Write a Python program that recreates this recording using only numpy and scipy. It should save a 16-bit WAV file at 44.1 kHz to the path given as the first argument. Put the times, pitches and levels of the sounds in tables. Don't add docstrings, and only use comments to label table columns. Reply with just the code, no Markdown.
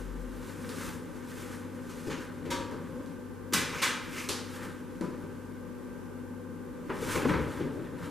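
import sys
import numpy as np
from scipy import signal
from scipy.fft import rfft, irfft, next_fast_len
from scipy.io import wavfile
from scipy.ndimage import map_coordinates

SR = 44100
rng = np.random.default_rng(int(sys.argv[2]) if len(sys.argv) > 2 else 0)


def dump_mix(stems):
    frames = np.atleast_2d(stems).T
    limited = np.clip(frames, -1, 1)
    pcm = np.round(limited * 32767).astype(np.int16)
    wavfile.write(sys.argv[1], SR, pcm)


N = 357210
TIME = np.arange(N) / SR

# (time of peak [s], rise [s], sliding hiss level [dB], bending crackle level [dB])
STROKES = [(0.0, .05, -55, -63), (.5, 0.19, -52, -51.5), (0.869, 0.19, -43, -42), (1.17, 0.034, -59, -67),
           (1.31, 0.039, -52, -56), (1.41, .07, -50.5, -60), (1.53, 0.21, -53, -47.5),
           (2.02, 0.19, -52, -74), (2.22, .08, -57, -60), (3.76, 0.08, -47, -37), (4.2, .1, -42, -40.5),
           (4.57, 0.12, -50.5, -52), (4.645, 0.089, -53, -41), (7.131, 0.087, -36.5, -35.5),
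           (7.22, .06, -54, -37.5), (7.34, 0.19, -53, -35), (7.59, 0.34, -54, -43.5),
           (7.85, 0.061, -65, -51), (8.05, 0.052, -53.5, -43.5)]
# (time of peak [s], rise [s], level [dB])
DRAGS = [(3.78, 0.078, -41.5), (4.19, 0.047, -41), (7.15, 0.099, -45), (7.31, .03, -50)]
# (time of widest swing [s], rise [s], level [dB])
FLAPS = [(.86, 0.16, -44.5), (2.12, 0.18, -46), (2.6, .2, -38.5), (3.0, .2, -45), (3.59, .04, -40),
         (7.3, 0.21, -28), (7.72, 0.2, -39), (8.06, 0.1, -36.5)]
# (time of peak [s], rise [s], level [dB])
PUFFS = [(.88, .06, -44), (7.38, 0.089, -34.5)]
# (start [s], end [s])
HELD = [(0, 3.02), (3.52, 5.23), (6.899, 8.1)]
# (frequency [Hz], density [dB per Hz])
HISS_SPECTRUM = [(500, -59), (1200, 9.5), (2500, 2.5), (4500, -1), (7500, 0), (11000, -3), (15000, -9)]
# (frequency [Hz], density [dB per Hz])
CRACKLE_SPECTRUM = [(100, -3.5), (300, 3.5), (950, 2), (1600, 1), (2500, -10), (4000, -16), (9000, -41)]
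# (frequency [Hz], density [dB per Hz])
RASP_SPECTRUM = [(900, -22), (1600, -34), (2100, 3.5), (2700, 1), (3500, -14), (6000, -8), (12000, -34)]
# (frequency [Hz], density [dB per Hz])
RUMBLE_SPECTRUM = [(25, -32), (50, -6.5), (85, 0.5), (150, 2), (200, -6), (290, 7.5), (370, -9.5), (500, 3),
                   (1000, -15.5), (3000, -59)]
# (frequency [Hz], density [dB per Hz])
PUFF_SPECTRUM = [(25, -25), (45, -4.5), (80, 14), (110, -1), (200, -46)]
# (frequency [Hz], side-to-mid ratio [dB])
SHEET_WIDTH = [(100, -15), (400, -9), (1300, -12), (2400, -41), (4400, -29), (8000, -5.5), (13000, -2)]
STROKE_FALL, DRAG_FALL, FLAP_FALL = 111, 108, 47
STIR_HISS_DB, STIR_CRACKLE_DB, STIR_RUMBLE_DB = -65, -56, -52
SETTLE_DB_PER_S = 22


def sheet():
    s, rise, hiss_db, crackle_db = np.transpose(STROKES)
    stir = np.max([(TIME >= start) * fade(end, SETTLE_DB_PER_S) for start, end in HELD], axis=0)

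    slide = swells(zip(s, rise, hiss_db), STROKE_FALL, amp(STIR_HISS_DB) * stir)
    hiss = slide * amp(1.2 * wander(30)) * rush(HISS_SPECTRUM, SHEET_WIDTH, grain_db=1)

    bend = swells(zip(s, rise, crackle_db), STROKE_FALL, amp(STIR_CRACKLE_DB) * stir)
    crackle = bend * amp(1.5 * wander(40)) * rush(CRACKLE_SPECTRUM, SHEET_WIDTH, grain_db=2.0)

    drag = swells(DRAGS, DRAG_FALL)
    rasp = drag * amp(1.6 * wander(50)) * rush(RASP_SPECTRUM, SHEET_WIDTH, grain_db=2.0)

    swing = swells(FLAPS, FLAP_FALL, amp(STIR_RUMBLE_DB) * stir)
    rumble = swing * amp(1.8 * wander(22)) * rush(RUMBLE_SPECTRUM, WIDTH)

    puff = swells(PUFFS, STROKE_FALL) * rush(PUFF_SPECTRUM, WIDTH)
    return hiss + crackle + rasp + rumble + puff


# (time [s], level [dB], bass change [dB],
# treble slope [dB per octave], contact time [s], direct sound relative to echo gain [dB])
KNOCKS = [(0.644, -34.5, -9.5, -19, .003, 10), (1.886, -41.5, 3, -1.5, 0.02, 0),
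          (2.059, -41.5, 21.5, -2, .02, 1.5), (2.097, -24.5, -1.5, -6, .009, -5.5),
          (2.449, -36.5, 15.5, -6.5, 0.01, -0.5), (2.502, -26, -10, -1.7, 0.0066, -2.5),
          (2.71, -27.5, 2.5, -22, .0045, -10), (3.523, -30, 7, -3, 0.0033, 2),
          (3.532, -17.5, -10, 0.4, 0.006, 3), (3.815, -14, -14.5, -2, 0.015, -3.5),
          (5.006, -26.5, 8.5, -23.5, 0.0055, 3), (5.229, -42, 15, -21, 0.011, 4.5),
          (6.892, -19.5, -2, -18.5, .0085, 2.5), (7.02, -36.5, 16.5, -8, 0.01, -1),
          (7.152, -22, 6, -8.5, 0.0057, 3), (7.251, -20, 3, -28, 0.0048, 12),
          (7.286, -19, -17, -16.5, 0.011, 6), (7.333, -16.5, -7.5, -18, 0.0073, 3.5),
          (7.595, -30, 14, -10, 0.012, -2.5), (7.766, -33, 12.5, -21, 0.0053, -5)]
# (frequency [Hz], gain [dB])
BLOW_COLOUR = [(35, -10), (90, -19), (150, 4.5), (200, -1), (310, 6), (550, 5), (1000, -1), (1600, 0),
               (2500, -2.5), (4000, -6), (7000, -6), (11000, -11.5), (15000, -17)]


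def knocks(burst_db=0.5, ripple_db=2.5):
    track = np.zeros((2, N))
    for s, db, bass_db, bright, contact, direct_db in KNOCKS:
        contact = max(contact, .001)
        u = TIME[:SR] / contact
        spikes = unit(rng.standard_normal(SR) * amp(burst_db * rng.standard_normal(SR)))
        burst = u ** 2 * np.exp(2 - 2 * u) * spikes
        sound = room(contact)
        sound[0] += amp(direct_db) * burst

        bumps = rng.standard_normal(400)
        bump_hz = np.linspace(0, SR / 2, len(bumps))

        def colour(hz):
            ripple = ripple_db * np.interp(hz, bump_hz, bumps) * hz / (hz + 700)
            bass = bass_db / (1 + (hz / 620) ** 4)
            treble = bright * np.log2(1 + (hz / 1700) ** 2) / 2
            return along(BLOW_COLOUR, hz) + bass + treble + ripple

        add(track, s, amp(db) * coloured(sound, colour))
    return stereo(track, WIDTH)


# (time [s], relative level [dB])
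CLICKS = [(0.6923, -37), (2.712, -46), (2.89, -59), (3.061, -50), (4.289, -24.5), (4.2928, -23), (4.3, -33),
          (5.011, -42.5)]
# (frequency [Hz], gain [dB])
TICK_COLOUR = [(100, -3), (500, 16.5), (1100, 6), (2200, 2), (4300, 6), (7000, 2), (11000, -1.5),
               (15000, -16)]


def clicks(direct_db=23, chatter_db=10):
    track = np.zeros((2, N))
    for s, db in CLICKS:
        sound = room(rise=0.0023)
        chatter = amp(chatter_db - 60 * TIME[:SR] / 0.011)
        sound[0] += chatter * rng.standard_normal(SR)
        sound[0, 0] += amp(direct_db)
        add(track, s, amp(db - 12) * coloured(sound, lambda hz: along(TICK_COLOUR, hz)))
    return stereo(track, WIDTH)


# (time [s], relative level [dB])
POPS = [(7.259, -22), (7.404, -28)]


def thuds(low_hz=250, high_hz=450, length_s=0.0066):
    total = 0
    for s, db in POPS:
        t = TIME - s
        bending = np.sin(2 * np.pi * low_hz * t) + 0.78 * np.sin(2 * np.pi * high_hz * t)
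        total = total + amp(db) * np.exp(-(t / length_s) ** 2) * bending
    return total * amp([[1.5], [-1.5]])


# (frequency [Hz], level [dB], time to fall 60 dB [s])
SHAFT = [(355, -37.5, 1.0), (544, -36, 0.77), (929, -37, 0.79), (959, -33.5, 0.75), (1157, -40.5, 1),
         (1240, -48, 1), (1663, -47.5, 0.99), (2891, -44, .35), (3200, -46, .55), (3445, -44, 0.47),
         (3758, -41.5, .42), (4317, -49, .4), (4570, -49, 0.53), (5588, -43, 0.32), (6600, -46, .32)]


def shaft(struck_s=2.505):
    return ring(SHAFT, struck_s, blur=.5)


# (time [s], gain on the modes [dB])
JOLTS = [(3.536, -1), (3.825, -1.5)]
# (frequency [Hz], level before the jolt gain [dB], time to fall 60 dB [s])
FRAME = [(1084, -29.5, 0.18), (1523, -34.5, 0.52), (1680, -46, 0.49), (1790, -51, .6), (2000, -34.5, 0.65),
         (2030, -49, 0.49), (2370, -38, 0.7), (2923, -51, 0.45), (3300, -54, 0.45), (3840, -41, 0.46),
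         (4170, -46, 0.55), (5992, -51, 0.55), (6721, -50, 0.5), (10864, -53, .3)]


def frame():
    return sum(amp(db) * ring(FRAME, s, blur=0.55) for s, db in JOLTS)


# (time [s], gain on the modes [dB])
BUMPS = [(3.539, 4), (5.018, 2), (7.29, 9.5)]
# (frequency [Hz], level before the bump gain [dB], time to fall 60 dB [s])
BENCH = [(150.3, -43.5, 0.72), (186.7, -32, 0.25), (997, -43, 0.48)]


def bench():
    return sum(amp(db) * ring(BENCH, s, blur=0.79) for s, db in BUMPS)


# (frequency [Hz], mean level [dB rms], left-right difference [dB])
HUM = [(48.4, -65.5, 8), (247.4, -47.5, 2.5), (260.1, -57, 4), (489.4, -56, 6.5), (1053, -69.5, -7),
       (1185, -66, 2), (1506, -71, -8), (1490, -70, 0), (1566, -64, -1)]
# (frequency [Hz], density [dB per Hz])
FAN_SPECTRUM = [(25, -32), (45, -15), (70, -23), (120, -13), (300, -5.5), (520, -12), (800, -13),
                (1200, -21.5), (1650, -25), (2300, -31), (4000, -39.5), (9000, -40.5), (13000, -41.5),
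                (15000, -49)]
# (frequency [Hz], side-to-mid ratio [dB])
FAN_WIDTH = [(60, 11), (130, 6.5), (290, -2), (700, -4.5), (1400, -4), (2400, -7.5), (4400, -6.5),
             (8000, 0.5), (15000, -1.5)]
# (frequency [Hz], width [Hz], relative level [dB])
HOUSING = [(167.6, 28.3, -2.5), (245.5, 84, -4.5), (375, 51, -9), (503.5, 79, -4)]


def machines():
    tones = 0
    for hz, db, pan_db in HUM:
        phase = 2 * np.pi * (hz * TIME + rng.random()) + .3 * wander(4)
        level = amp(db + 0.87 * wander(7.6)) * pan(pan_db)
        tones = tones + level * np.sqrt(2) * np.sin(phase)

    def housing(hz):
        total = 0
        for k, (centre, width, db) in enumerate(HOUSING):
            damping = 1j * hz * width
            resonance = damping / (centre * centre - hz * hz + damping)
            total = total + (-1) ** k * amp(db) * resonance ** 2
        return total

    boom = unit(stereo(filtered(rng.standard_normal((2, N)), housing), WIDTH))
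    air = amp(-44.5 + .5 * wander(2.32)) * rush(FAN_SPECTRUM, FAN_WIDTH)
    return tones + air + amp(-46.5 + 1.46 * wander(4.91)) * boom


def motors(hz=96.8, db=-54, pan_db=4.5, second_db=-6, beat_s=0.94, dip_s=3.99):
    first = np.exp(2j * np.pi * (hz * TIME + rng.random()) + .2j * wander(4))
    second = -amp(second_db) * first * np.exp(2j * np.pi * (TIME - dip_s) / beat_s)
    return amp(db) * pan(pan_db) * np.sqrt(2) * (first + second).real


def drone(hz=44, db=-41, pan_db=7.0, hold_s=0.25, fade_db_per_s=65):
    tone = np.sqrt(2) * np.sin(2 * np.pi * hz * TIME + 0.48 * wander(16.5))
    return amp(db) * pan(pan_db) * fade(hold_s, fade_db_per_s) * tone


# (frequency [Hz], time to fall 60 dB [s])
ROOM = [(100, 0.59), (400, 0.63), (1500, 0.74), (4000, 0.61), (8000, 0.46), (15000, 0.3)]


def room(rise):
    hz, t, z = signal.stft(rng.standard_normal((2, SR)), SR, nperseg=256)
    decay = amp(-60 * t / along(ROOM, hz)[:, None])
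    tail = signal.istft(z * decay, SR, nperseg=256)[1][:, :SR]
    return tail * (1 - np.exp(-TIME[:SR] / rise))


def early_reflections(x, copy_db=-19, corner_hz=1100, count=8):
    delays = rng.uniform(.003, .025, count)
    signs = rng.choice([-1, 1], count)
    response = np.bincount((delays * SR).astype(int), signs * amp(copy_db))
    copies = signal.fftconvolve(x, response[None], axes=1)[:, :N]
    return x + filtered(copies, lambda hz: hz ** 2 / (hz ** 2 + corner_hz ** 2))


# (frequency [Hz], side-to-mid ratio [dB])
WIDTH = [(50, -5), (200, -14.5), (600, -9.5), (1200, -12.5), (2300, -20.5), (4400, -15.5), (8000, -4.5),
         (13000, -3)]
# (frequency [Hz], left-right difference [dB])
LEAN = [(40, 5), (120, 4), (300, 4), (600, 1.5), (1200, 1.2), (5000, -0.6), (13000, -0.2)]


def stereo(pair, width):
    mid, side = pair[0], filtered(pair[1], lambda hz: amp(along(width, hz)))
    return filtered(np.array([mid + side, mid - side]), lambda hz: amp(np.outer([.5, -.5], along(LEAN, hz))))


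def ring(modes, s, blur):
    t = TIME[:SR]
    track, sound = np.zeros((2, N)), 0
    for hz, db, t60 in modes:
        phase = blur * wander(51)[:SR] + 2 * np.pi * rng.random((2, 1))
        sound = sound + amp(db - 60 * t / t60) * np.sin(2 * np.pi * hz * t + phase)
    add(track, s, sound * (1 - np.exp(-t / 0.0048)))
    return stereo(track, WIDTH)


def rush(spectrum, width, grain_db=0):
    grains = amp(grain_db * wander(900))
    noise = grains * rng.standard_normal((2, N))
    return unit(stereo(filtered(noise, lambda hz: amp(along(spectrum, hz))), width))


def swells(rows, fall_db_per_s, rest=0, rise_db=10):
    power = rest ** 2
    for s, rise, db in rows:
        below_db = np.maximum(rise_db * (s - TIME) / max(rise, .01), fall_db_per_s * (TIME - s))
        power = power + amp(db - below_db) ** 2
    return np.sqrt(power)


def fade(hold_s, db_per_s):
    return amp(-db_per_s * np.maximum(TIME - hold_s, 0))


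def wander(rate):
    return map_coordinates(rng.standard_normal(int(N * rate / SR) + 4), [TIME * rate])


def amp(db):
    return 10 ** (np.asarray(db) / 20)


def pan(db):
    return amp(db * np.array([[.5], [-.5]]))


def unit(x):
    return x / np.sqrt(np.mean(x ** 2) + 1e-20)


def along(points, hz):
    f, v = np.transpose(points)
    return np.interp(np.log(hz + 1), np.log(f + 1), v)


def filtered(x, response):
    m = next_fast_len(x.shape[-1] + SR // 4)
    spectrum = rfft(x, m) * response(np.fft.rfftfreq(m, 1 / SR))
    return irfft(spectrum, m)[..., :x.shape[-1]]


def coloured(x, colour, size=2048):
    cepstrum = irfft(np.log(amp(colour(np.fft.rfftfreq(size, 1 / SR))) + 1e-6))
    cepstrum[1:size // 2] *= 2
    cepstrum[size // 2 + 1:] = 0
    return signal.fftconvolve(x, irfft(np.exp(rfft(cepstrum)))[None], axes=1)


def add(track, s, sound):
    part = track[:, round(s * SR):][:, :sound.shape[1]]
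    part += sound[:, :part.shape[1]]


def scene():
    handling = early_reflections(sheet() + knocks()) + clicks() + thuds()
    ringing = shaft() + frame() + bench()
    return handling + ringing + machines() + motors() + drone()


def record(dry, notch_hz=695, width_hz=80, depth_db=-17, top_hz=15120):
    def response(hz):
        hollow = amp(depth_db / (1 + ((hz - notch_hz) / width_hz) ** 2))
        return hollow * (hz < top_hz)

    return filtered(dry, response)


dry = scene()
out = record(dry)
dump_mix(out)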